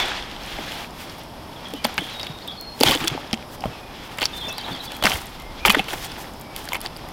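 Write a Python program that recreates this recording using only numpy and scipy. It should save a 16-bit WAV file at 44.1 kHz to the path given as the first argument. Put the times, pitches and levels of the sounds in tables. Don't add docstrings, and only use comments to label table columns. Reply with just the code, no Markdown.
import sys
import numpy as np
from scipy import signal
from scipy.fft import rfft, irfft
from scipy.io import wavfile

SR = 44100
rng = np.random.default_rng(int(sys.argv[2]) if len(sys.argv) > 2 else 0)


def gain_from_db(level_db):
    decades = np.asarray(level_db, float) / 20
    return 10 ** decades


def transcribe(u):
    v = np.clip(np.atleast_2d(u).T, -1, 1)
    q = np.round(v * 32767).astype(np.int16)
    wavfile.write(sys.argv[1], SR, q)


N = 313992

# time in seconds, level in dB.
GUST_CURVE = [
    (0, -36),
    (.4, -37),
    (1.3, -49),
    (2.4, -50.5),
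    (4, -45),
    (4.9, -51),
    (5.4, -36),
    (5.7, -33),
    (6.2, -44.5),
    (7.12, -43),
]
# frequency in Hz, density in dB per Hz.
CROWN_SPECTRUM = [(28, -38), (43, 1), (274, 0.5), (423, -4.5), (894, -2), (1560, -14.5), (3380, -32.5),
                  (5220, -15.5), (6340, -34.5), (11900, -27), (15500, -37)]
CROWN_DB = -39.5

# frequency in Hz, density in dB per Hz.
LITTER_SPECTRUM = [(150, -4), (250, -8), (359, -7), (534, -9), (823, -2.5), (1050, -9), (3330, -8),
                   (6540, -18.5), (7900, -21), (15500, -19.5)]
# time in seconds, crunch level in dB.
STIR_CURVE = [(.28, -52), (.45, -33), (.72, -29.5), (.84, -30), (.884, -43.5), (1.016, -34), (1.3, -44),
              (1.75, -39), (2.24, -38.5), (2.74, -45.5), (3.3, -50), (3.55, -46.5), (4.15, -35), (4.7, -37),
              (5.4, -41), (6.2, -38), (6.35, -48.5), (7.12, -40)]
STIR_LEAF_DB, STIR_TWIG_DB = -17, -8.5
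SMOOTH_UNTIL_S = 1.4
# start in seconds, time to sink 20 dB in seconds,
# crunch level in dB, dry leaf level in dB re crunch, twig level in dB re crunch.
DEBRIS_BURSTS = [(0, 0.4, -19, -25, -5), (0, -0.0056, -11.5, -18, -16), (1.846, 0.18, -28.5, -10, 0),
                 (1.981, 0.35, -33, -9, -7), (2.811, 0, -20, 0, 4), (4.213, 0.08, -30, 2, 0),
                 (5.038, 0.08, -25, 3.5, 7), (5.06, 0.28, -27, 0.5, -19), (5.658, 0.0455, -12.5, -6, -3),
                 (5.701, 0.17, -21.5, -5.5, -4), (5.786, 0.04, -31.5, -17, 5),
                 (5.883, 0.67, -33.5, -5, -13)]
SHUFFLE_BURSTS = [(1.016, 0.19, -48.5, 5.5, -7), (2.877, 0.16, -18.5, -2.5, 0.5),
                  (3.005, 0.42, -25.5, -16.5, -1), (3.551, 0.03, -42.5, 1.5, -10),
                  (3.65, 0.29, -39.5, -11, 3.5), (4.374, 0.077, -45, 5.5, -4),
                  (4.49, 0.034, -33.5, -5, 5.5), (4.687, 0.2, -33.5, -11, 6), (4.855, 0.042, -43.5, 5, -3),
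                  (4.933, 0.19, -40.5, -4, 5), (5.144, 0.054, -24, -11, 0.5), (5.935, 0.071, -31.5, -3, -1),
                  (6.047, 0.089, -41.5, 10, -9), (6.2, 0.41, -46, 2.5, 11), (6.579, 0.29, -32.5, -9.5, -3),
                  (6.749, 0.063, -34.5, -9, 5), (6.854, 0.035, -33, -9, 1.5)]
DEBRIS_RISE_S, SHUFFLE_RISE_S = .003, 0.077
LEAF_SINKS_FASTER = 1.66

# start in seconds, length in seconds, start pitch in Hz, settled pitch in Hz, level in
# dB. The first two rows are ringing tones already dying away as the scene opens; the rest are held bird notes.
HELD_WHISTLES = [(0, 0.05, 3690, 3380, -33.5), (0, 0.035, 2240, 2170, -39), (1.782, 0.125, 2410, 2400, -54),
                 (6.4, 0.17, 2350, 2260, -57), (2.14, 0.41, 3804, 3724, -44.5),
                 (2.509, 0.036, 3700, 4900, -51), (2.582, 0.19, 4285, 4270, -44),
                 (3.714, 0.25, 2650, 2390, -55), (4.331, 0.18, 3606, 3553, -41),
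                 (4.377, 0.051, 4080, 3950, -47), (4.406, 0.041, 3590, 3090, -41.5),
                 (4.479, 0.045, 2700, 2620, -41.5), (4.498, 0.023, 3640, 3350, -39),
                 (4.511, 0.045, 2890, 4360, -44), (4.808, 0.023, 3340, 3070, -47),
                 (4.594, 0.029, 3380, 3060, -40.5), (4.738, 0.0236, 3640, 3080, -39),
                 (4.871, 0.019, 3750, 3300, -41.5), (5.39, 0.2, 2060, 2117, -52.5),
                 (5.595, 0.078, 2300, 2500, -48)]
# start in seconds, start pitch in Hz, settled pitch in Hz, level in dB.
WARBLE_CHIRPS = [(1.559, 3730, 3140, -47), (1.652, 3680, 3030, -45), (1.75, 3360, 2940, -40.5),
                 (2.565, 4630, 4230, -49), (4.288, 2620, 2580, -48), (4.48, 6400, 6750, -47),
                 (4.572, 4640, 4730, -39), (4.709, 3730, 3480, -43), (4.856, 4650, 4400, -45),
                 (4.932, 4020, 4120, -45), (4.942, 3390, 3230, -47), (5.008, 3380, 3330, -45)]
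CHIRP_S, NOTE_FADE_DB_PER_S = 0.021, 31
# start in seconds, length in seconds, pitch in Hz, level in dB.
BUZZY_TRILLS = [
    (1.994, 0.1, 3300, -38.5),
    (2.481, .025, 3390, -40),
]
TRILL_BEAT_S, TRILL_FALL, TRILL_FADE_DB_PER_S = .0115, 1.2, 70
# start in seconds, length in seconds, start pitch in Hz,
# end pitch in Hz, level in dB.
WARBLE_SWEEPS = [(2.106, 0.054, 4110, 3740, -48), (2.419, 0.022, 3950, 5330, -46),
                 (4.481, 0.023, 4900, 6340, -38), (4.559, 0.013, 4980, 4030, -38),
                 (4.584, 0.015, 4500, 3250, -39), (4.641, 0.011, 4080, 3450, -34.5),
                 (4.65, 0.0154, 3570, 4450, -42), (4.661, .01, 3600, 2920, -37),
                 (4.721, 0.013, 4200, 4750, -48), (4.731, 0.0086, 4750, 4200, -36),
                 (4.787, 0.0116, 4550, 3500, -40), (4.8, 0.012, 3620, 4200, -36),
                 (4.808, .012, 4230, 3700, -40), (4.83, .014, 3110, 3350, -43.5)]

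# time in seconds, peak in dB, pitch in Hz.
FIBRE_CHIPS = [(0.1178, -15.5, 1810), (0.2251, -19, 3220), (0.2997, -29, 2760), (0.3142, -22, 2440),
               (0.3644, -24, 3050), (0.454, -25, 2720), (0.525, -22, 2930), (0.5959, -27, 3270),
               (0.617, -32, 3030), (0.721, -18, 2900), (0.8457, -22, 2320), (1.0096, -41, 2150),
               (1.8453, -10, 4850), (2.128, -29, 3190), (2.387, -28, 3620), (2.7929, -27, 3270),
               (2.8038, -23, 2840), (2.858, -18, 4500), (2.8847, -4, 3300), (2.897, -13, 3060),
               (2.959, -15, 3330), (2.974, -15.5, 3450), (3.005, -18, 2480), (3.011, -17.5, 3600),
               (3.0212, -24, 2070), (3.101, -21, 3270), (3.178, -40, 2580), (3.2317, -30, 1810),
               (3.3114, -25, 2930), (3.341, -13, 2900), (3.3748, -24, 3010), (3.426, -25, 2617),
               (3.622, -28, 2930), (4.189, -18, 2760), (4.2181, -5, 2820), (4.2525, -18, 5300),
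               (4.2646, -25, 5430), (4.7631, -25, 4940), (4.918, -29, 2850), (4.9663, -24, 2420),
               (5.025, -11, 1560), (5.0447, -14, 2600), (5.091, -19, 3000), (5.098, -12.5, 4930),
               (5.1074, -13, 3250), (5.172, -36, 5200), (5.668, -25, 3450), (5.71, -14, 4300),
               (5.7546, -17, 2070), (5.767, -20, 2410), (5.9066, -19, 3400), (6.069, -28, 1720),
               (6.2428, -27, 2150), (6.565, -33, 3380), (6.6765, -22, 1640), (6.8557, -22, 1970),
               (6.8706, -24, 3760), (7.089, -31, 2070)]
# time in seconds, peak in dB, pitch in Hz.
BARK_FLAKES = [(0.0584, -25, 8010), (0.4718, -36, 8100), (0.6626, -36, 11890), (1.1932, -34, 12490),
               (1.7044, -39, 7920), (1.7635, -36, 11100), (1.851, -16.5, 9300), (1.8673, -21, 14040),
               (1.8899, -37, 11200), (1.9703, -31, 13520), (2.0091, -31, 9130), (2.0205, -38, 9990),
               (2.0672, -34, 11020), (2.0746, -38, 12920), (2.2466, -33, 10770), (2.6235, -36, 12830),
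               (2.7465, -41, 10340), (2.803, -15, 9390), (2.8313, -20, 12320), (2.9177, -18, 12920),
               (2.951, -17, 7900), (2.9725, -42, 9560), (3.0395, -27, 7750), (3.0453, -20, 8100),
               (3.1065, -34, 11460), (3.3455, -31, 7490), (4.1996, -25, 8440), (4.2088, -29, 14810),
               (4.227, -23, 7060), (4.5145, -36, 8270), (4.5252, -29, 14640), (4.7036, -39, 8350),
               (4.7177, -39, 10680), (4.7287, -35, 7750), (4.7632, -45, 10340), (4.9497, -33, 8530),
               (5.0432, -20, 9040), (5.204, -36, 8100), (5.2574, -28, 12600), (5.2738, -35, 8610),
               (5.4213, -34, 10770), (5.7162, -18, 9910), (5.7742, -31, 11200), (5.7954, -32, 11540),
               (5.804, -37, 9820), (6.3358, -36, 8100), (6.3968, -31, 14640), (6.416, -30, 11000),
               (6.5628, -18, 11400), (6.735, -16, 13950), (6.7516, -30, 7000), (6.7676, -28, 11280),
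               (6.8693, -32, 9600), (6.9704, -29, 10940)]
# time in seconds, peak in dB, pitch in Hz.
STICK_PARTINGS = [
    (1.98, -3.5, 3100),
    (2.476, -25, 13200),
    (2.8339, 7.5, 4700),
    (3.08, -2.5, 5300),
    (3.33, -8, 5260),
    (4.2555, -5, 5400),
    (5.0557, -5, 5200),
    (5.0663, -15, 5400),
    (5.6509, -11, 4400),
    (5.703, -3.5, 4700),
]
# T60 of the click in seconds, cycles of its ring.
CHIP, FLAKE, PARTING = (0.0036, 12.4), (0.011, 11), (0.002, 16)

# time in seconds, peak in dB, brightest frequency in Hz.
TWIG_TICKS = [(.0834, -29.5, 9500), (.4349, -27, 6000), (.719, -28, 6950), (1.097, -28, 5600),
              (1.6856, -31, 9200), (1.9426, -26, 11000), (2.2127, -25, 5160), (2.611, -21.5, 14000),
              (3.2745, -36, 5040), (3.6068, -26, 5300), (4.1735, -29.5, 9800), (4.5281, -27, 10900),
              (4.7504, -30, 5090), (4.9663, -24, 13400), (5.217, -26.5, 9400), (5.2683, -28, 8500),
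              (5.723, -12, 11700), (5.8424, -26.5, 6840), (5.9194, -28, 9400), (6.4118, -26, 11400),
              (6.6542, -24, 9400), (6.805, -27, 10000), (6.8142, -17.5, 11600), (6.8409, -36, 9000),
              (6.9644, -28, 4760), (7.0876, -28.5, 11600)]
# time in seconds, peak in dB, brightest frequency in Hz.
MORE_TWIG_TICKS = [(0.298, -43, 9200), (.3641, -42, 8600), (.462, -32.5, 10000), (.6, -37, 12000),
                   (.9073, -36, 6900), (1.1835, -30, 13000), (1.235, -33, 11000), (1.9101, -36, 12000),
                   (2.098, -36, 9500), (2.385, -44, 8540), (3.3115, -33, 7100), (4.4533, -33, 8500),
                   (4.612, -25, 4830), (5.3991, -31, 11500), (6.069, -31, 8500), (6.118, -25, 5000),
                   (6.192, -32, 13300), (6.6428, -29, 10000)]

# time in seconds, crack peak in dB,
# brightest frequency in Hz, body level in dB re crack.
STICK_SPLITS = [(1.737, -23, 3470, -8), (1.8415, -23, 3350, -18), (1.8475, -13, 2300, -13),
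                (2.809, -6, 4800, -10), (2.834, 1.5, 2640, -5), (2.9492, -16.5, 3250, -1),
                (4.185, -19.5, 2540, -6.5), (4.5813, -16.5, 6100, -8), (4.919, -24, 3060, -12),
                (5.0385, -9, 3420, -15), (5.0556, -5, 1760, -5), (5.1566, -24, 2100, -10),
                (6.5628, -20, 3640, -21), (6.688, -18.5, 4800, -11), (6.732, -14, 2200, -7)]
STICK_BREAKS = [(.5849, -28, 1670, 6.5), (2.1962, -21, 3580, -29), (2.476, -24.5, 3600, -27),
                (2.9095, -9.5, 3040, -20), (2.9178, -12, 4760, -4), (2.974, -41, 2500, -12.6),
                (3.0736, -11, 3560, -35), (3.0792, -10, 3380, -37), (3.3305, -14, 3200, -7),
                (3.6562, -33, 3170, 8), (4.2548, -13, 5300, -24), (5.0247, -15.5, 3280, -4),
                (5.1317, -20, 3180, -26), (5.6506, -10.5, 3300, 0), (5.6747, -9, 1600, -5.5),
                (5.6961, -5.5, 2560, -24), (5.7015, -5.5, 3000, -10.5), (5.9317, -18, 1690, -2.5),
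                (6.745, -18, 1890, -7), (6.7633, -25, 2180, 0)]
STICK_SNAPS = [(1.8507, -9.5, 3270, -0.5), (1.9789, -7.5, 3180, -10), (2.2308, -17, 5650, -9),
               (2.8124, -14.5, 4700, 6), (2.873, -10, 3270, -8), (3.0405, -15.5, 2700, -22),
               (3.1767, -29.5, 3500, 2), (3.6387, -23, 2280, -8), (4.2383, -13, 4600, -13),
               (5.0665, -4, 1840, -11), (5.0703, -5, 1700, -15), (5.1175, -11, 3240, -25),
               (5.6819, -4, 2760, -9), (5.7497, -4.5, 1840, -19), (6.7204, -20, 3300, -12),
               (6.861, -15.5, 4500, -12)]
STICK_KNOCKS = [(1.984, -15.5, 3000, -8), (2.2668, -21.5, 3360, -35), (2.828, -14, 2470, -6),
                (2.8653, -12, 3340, -10), (4.2089, -19, 3750, -39), (4.2182, -13.5, 1710, -11),
                (4.2271, -11, 3000, -9), (5.0501, -9, 2700, -10), (5.7461, -13, 3520, 0),
                (5.7843, -20, 3230, -21), (5.7927, -10.5, 2660, -4), (5.8825, -21, 2660, -14),
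                (6.7523, -14.5, 2650, -18)]
# splinter level in dB re crack, T60 in seconds.
SPLIT, BREAK, SNAP, KNOCK = (0.38, 0.005), (-5, 0.021), (-14, 0.0046), (-12, 0.028)

# time in seconds, peak in dB, pitch in Hz.
GROUND_THUDS = [(0.59, -25.5, 230), (1.733, -23.5, 282), (1.842, -19.5, 235), (1.985, -26, 195),
                (2.015, -25, 300), (2.293, -26.5, 148), (2.804, -9, 282), (2.838, -18, 347),
                (2.858, -19, 110), (2.899, -13.5, 367), (2.951, -17.5, 325), (3.02, -27, 320),
                (3.111, -23, 141), (3.145, -19.5, 256), (3.331, -26, 234), (3.6525, -21, 126),
                (3.676, -32, 133), (4.216, -20, 340), (4.442, -34, 189), (4.708, -24.5, 176),
                (5.041, -20, 207), (5.061, -29, 181), (5.14, -23.5, 72), (5.654, -19, 355),
                (5.686, -16.5, 209), (5.764, -14.5, 284), (5.796, -20, 197), (5.933, -30, 370)]
# time in seconds, peak in dB, pitch in Hz,
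# T60 in seconds.
STICK_RINGS = [(1.848, -14, 626, 0.027), (1.853, -19, 1690, 0.074), (1.983, -12.5, 1695, 0.075),
               (1.982, -20, 2213, 0.037), (3.042, -20, 335, 0.12), (3.1767, -16.5, 835, 0.019),
               (3.333, -14.5, 226, 0.076), (3.6385, -14, 780, 0.037), (3.6565, -13.5, 625, 0.028),
               (5.651, -7.5, 1250, 0.014), (5.6508, -4, 2330, 0.018), (5.701, -3, 1100, 0.011),
               (5.702, -10, 2500, 0.054), (5.7464, -4, 1895, 0.025), (6.7204, -19.5, 970, 0.035),
               (6.7543, -20, 910, 0.032)]
RING_RISE_S = 0.0004

NEAR_T60_S, NEAR_DB = 0.013, 1
MIC_PEAK_HZ, MIC_WIDTH_HZ, MIC_PEAK_DB = 3370, 280, 3
CUTOFF_HZ = 16200


def peak_one(x):
    return x / (np.abs(x).max() + 1e-12)


def rms_one(x):
    return x / np.sqrt(np.mean(x ** 2) + 1e-20)


def in_time(rows):
    s, *columns = np.transpose(rows)
    return [np.interp(np.arange(N) / SR, s, c) for c in columns]


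def band(x, low_hz, high_hz):
    sos = signal.butter(2, [low_hz, min(high_hz, .45 * SR)], "band", fs=SR, output="sos")
    return signal.sosfilt(sos, x)


def coloured(x, spectrum):
    hz, db = np.transpose(spectrum)
    grid = np.arange(1, N // 2 + 2) * SR / N
    gain = gain_from_db(np.interp(np.log(grid), np.log(hz), db))
    return rms_one(irfft(rfft(x) * gain, N))


def drift(rate_hz):
    step_hz = 200
    steps = rng.standard_normal(int(N / SR * step_hz) + 2)
    r = np.exp(-2 * np.pi * rate_hz / step_hz)
    smooth = rms_one(signal.lfilter([1], [1, -2 * r, r * r], steps))
    return np.interp(np.arange(N) * step_hz / SR, np.arange(len(steps)), smooth)


def ring(x, hz, t60):
    r = gain_from_db(-60 / (t60 * SR))
    w = 2 * np.pi * hz / SR
    return signal.lfilter([0, np.sin(w)], [1, -2 * r * np.cos(w), r * r], x)


def scatter(x, t60):
    t = np.arange(round(.4 * SR)) / SR
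    answer = rng.standard_normal(len(t)) * gain_from_db(-60 * t / t60)
    return signal.fftconvolve(x, answer / np.sqrt(np.sum(answer ** 2)))[:N]


def add(out, s, sound):
    i = round(s * SR)
    out[i:i + len(sound)] += sound[:N - i]


def air():
    hush = gain_from_db(CROWN_DB + .8 * drift(1.5)) * coloured(rng.standard_normal(N), CROWN_SPECTRUM)
    gust_db, = in_time(GUST_CURVE)
    rumble = rms_one(band(band(rng.standard_normal(N), 13.4, 56), 13.5, 61))
    return hush + gain_from_db(gust_db - 4.5 + 2.4 * drift(7.0)) * rumble


def litter_levels():
    t = np.arange(N) / SR
    stir_db, = in_time(STIR_CURVE)
    power = gain_from_db(2 * (stir_db + np.array([[0], [STIR_LEAF_DB], [STIR_TWIG_DB]])))
    for rise_s, rows in ((DEBRIS_RISE_S, DEBRIS_BURSTS), (SHUFFLE_RISE_S, SHUFFLE_BURSTS)):
        for s, sink_s, db, leaf_db, twig_db in rows:
            near = slice(max(0, round((s - 4 * rise_s) * SR)), round((s + 4 * sink_s) * SR))
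            climbing = (s - t[near]) / rise_s
            sinking = (t[near] - s) / max(sink_s, .01) * np.array([[1], [LEAF_SINKS_FASTER], [1]])
            burst_db = db + np.array([[0], [leaf_db], [twig_db]])
            power[:, near] += gain_from_db(2 * (burst_db - 20 * np.maximum(climbing, sinking)))
    return 10 * np.log10(power)


def snaps(per_s, low_hz, high_hz, cycles):
    sizes = gain_from_db(2.4 * np.minimum(rng.exponential(1, N), 4.5)) * rng.choice([-1, 1], N)
    born = sizes * (rng.random(N) < per_s * gain_from_db(5.0 * drift(25)) / SR) + 1e-18
    dealt = rng.integers(0, 10, N)
    modes = enumerate(np.geomspace(low_hz, high_hz, 10))
    return rms_one(sum(ring(born * (dealt == k), hz, cycles / hz) for k, hz in modes))


def litter():
    crunch_db, leaf_db, twig_db = litter_levels()
    stir = np.clip((crunch_db + 47.5) / 14, 0, 1.5)
    stir = stir * np.where(np.arange(N) < SMOOTH_UNTIL_S * SR, .3, 1)
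    layers = ((twig_db - 5.5, 250, 1300, .7, 500),
              (crunch_db - 4.0, 1200, 6200, .9, 1500),
              (leaf_db, 5500, 15800, 1.1, 2000))
    out = 0
    for db, low_hz, high_hz, grain, per_s in layers:
        friction = rng.standard_normal(N) * gain_from_db((0.64 + 3.0 * stir) * drift(15.4))
        rubbing = rms_one(band(coloured(friction, LITTER_SPECTRUM), low_hz, high_hz))
        grains = coloured(snaps(per_s, low_hz, high_hz, cycles=7.2), LITTER_SPECTRUM)
        share = grain * stir
        out = out + gain_from_db(db) * (rubbing + share * grains) / np.sqrt(1 + share ** 2)
    return out


def bird_notes():
    chirps = [(s, CHIRP_S, *rest) for s, *rest in WARBLE_CHIRPS]
    beats = []
    for s, length, hz, db in BUZZY_TRILLS:
        for t in np.arange(0, length, TRILL_BEAT_S):
            start_hz, settled_hz = hz * TRILL_FALL, hz / np.sqrt(TRILL_FALL)
            beats.append((s + t, TRILL_BEAT_S, start_hz, settled_hz, db - TRILL_FADE_DB_PER_S * t))
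    return HELD_WHISTLES + chirps + beats


def birds():
    out = np.zeros(N)
    waver = 1 + .007 * drift(90)
    notes = [(*note, False) for note in bird_notes()] + [(*note, True) for note in WARBLE_SWEEPS]
    for s, length, start_hz, end_hz, db, straight in notes:
        t = np.arange(round(length * SR)) / SR
        left = 1 - t / length if straight else np.exp(-t / (.36 * length))
        hz = (end_hz + (start_hz - end_hz) * left) * waver[round(s * SR):][:len(t)]
        swell = np.minimum(1, np.minimum(t / .003, (length - t) / (.003 + .2 * length)))
        tone = np.sin(2 * np.pi * np.cumsum(hz) / SR)
        add(out, s, gain_from_db(db + 6.0 - NOTE_FADE_DB_PER_S * t) * swell * tone)
    out = out * gain_from_db(3 * drift(70))
    return out + gain_from_db(.3) * scatter(band(out, 2000, 4100), .3)


def crackle():
    out, t = np.zeros(N), np.arange(1024) / SR
    kinds = ((FIBRE_CHIPS, CHIP), (BARK_FLAKES, FLAKE), (STICK_PARTINGS, PARTING))
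    rows = [(*row, *shared) for table, shared in kinds for row in table]
    chance = rng.standard_normal((len(rows), len(t)))
    for (s, db, hz, t60, cycles), noise in zip(rows, chance):
        click = noise * gain_from_db(-60 * t / t60)
        octave = peak_one(band(band(click, .5 * hz, 1.86 * hz), .5 * hz, 1.86 * hz))
        ringing = peak_one(ring(click, hz, cycles / hz))
        add(out, s, gain_from_db(db) * peak_one(octave + 3.8 * ringing))
    return out


def ticks():
    out, t = np.zeros(N), np.arange(1024) / SR
    rows = TWIG_TICKS + MORE_TWIG_TICKS
    chance = rng.standard_normal((len(rows), len(t)))
    for (s, db, hz), noise in zip(rows, chance):
        click = noise * gain_from_db(-60 * t / 0.0063)
        ringing = peak_one(ring(click, hz, 20.0 / hz))
        add(out, s, gain_from_db(db) * peak_one(peak_one(band(click, 3800, 10600)) + 1.6 * ringing))
    return out


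def cracks():
    out, t = np.zeros(N), np.arange(4096) / SR
    kinds = ((STICK_SPLITS, SPLIT), (STICK_BREAKS, BREAK), (STICK_SNAPS, SNAP), (STICK_KNOCKS, KNOCK))
    rows = [(*row, *shared) for table, shared in kinds for row in table]
    chance = rng.standard_normal((len(rows), 3, len(t)))
    for (s, db, hz, body_db, splinter_db, t60), (noise, fine, uneven) in zip(rows, chance):
        t60 = np.clip(t60, .003, .1)
        dying = gain_from_db(6.3 * uneven - 60 * t / t60) * np.minimum(1, t / 0.00038)
        spray = noise * dying
        short_ring = peak_one(ring(spray, hz, 6.5 / hz))
        long_ring = peak_one(ring(spray, hz, 2.2 * t60))
        struck = peak_one(spray) + 3.0 * short_ring + .5 * long_ring
        bend_hz = 900 * gain_from_db(1.5 * uneven[0])
        bending = peak_one(ring(spray, bend_hz, .9 * t60))
        crack = peak_one(band(struck, 1660, 5200))
        splinter = peak_one(band(fine * dying, 2500, 13800))
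        body = peak_one(band(peak_one(spray) + 0.13 * bending, 500, 980))
        add(out, s, gain_from_db(db) * (crack + gain_from_db(splinter_db) * splinter + gain_from_db(body_db) * body))
    return out


def thuds():
    out, t = np.zeros(N), np.arange(8192) / SR
    chance = rng.standard_normal((len(GROUND_THUDS), len(t)))
    for (s, db, hz), noise in zip(GROUND_THUDS, chance):
        push = band((1 + 3.8 * noise) * t * np.exp(-t / 0.004), 0.67 * hz, 4.2 * hz)
        low, upper = ring(push, hz, 0.016 + 7.9 / hz), ring(push, 1.44 * hz, 0.032)
        add(out, s, gain_from_db(db) * peak_one(low + 0.57 * upper))
    return out


def rings():
    out, t = np.zeros(N), np.arange(4096) / SR
    for s, db, hz, t60 in STICK_RINGS:
        envelope = gain_from_db(db - 60 * t / t60) * np.minimum(1, t / RING_RISE_S)
        add(out, s, envelope * np.sin(2 * np.pi * hz * t))
    return out


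def scene():
    wood = cracks() + ticks() + rings()
    wood = wood + gain_from_db(NEAR_DB) * scatter(band(wood, 1500, 5500), NEAR_T60_S)
    return (wood + thuds() + litter() + birds() + air() + crackle())[None]


def roll_off(x):
    return signal.sosfilt(signal.butter(12, 15800, fs=SR, output="sos"), x)


def record(dry):
    r = np.exp(-np.pi * MIC_WIDTH_HZ / SR)
    w = 2 * np.pi * MIC_PEAK_HZ / SR
    peak = signal.lfilter(np.array([1, 0, -1]) * (1 - r * r) / 2, [1, -2 * r * np.cos(w), r * r], dry)
    full = np.clip(dry + (gain_from_db(MIC_PEAK_DB) - 1) * peak, -.95, .95)
    mix = signal.sosfilt(signal.butter(16, CUTOFF_HZ, fs=SR, output="sos"), full)
    return roll_off(mix)


dry = scene()
out = record(dry)
transcribe(out)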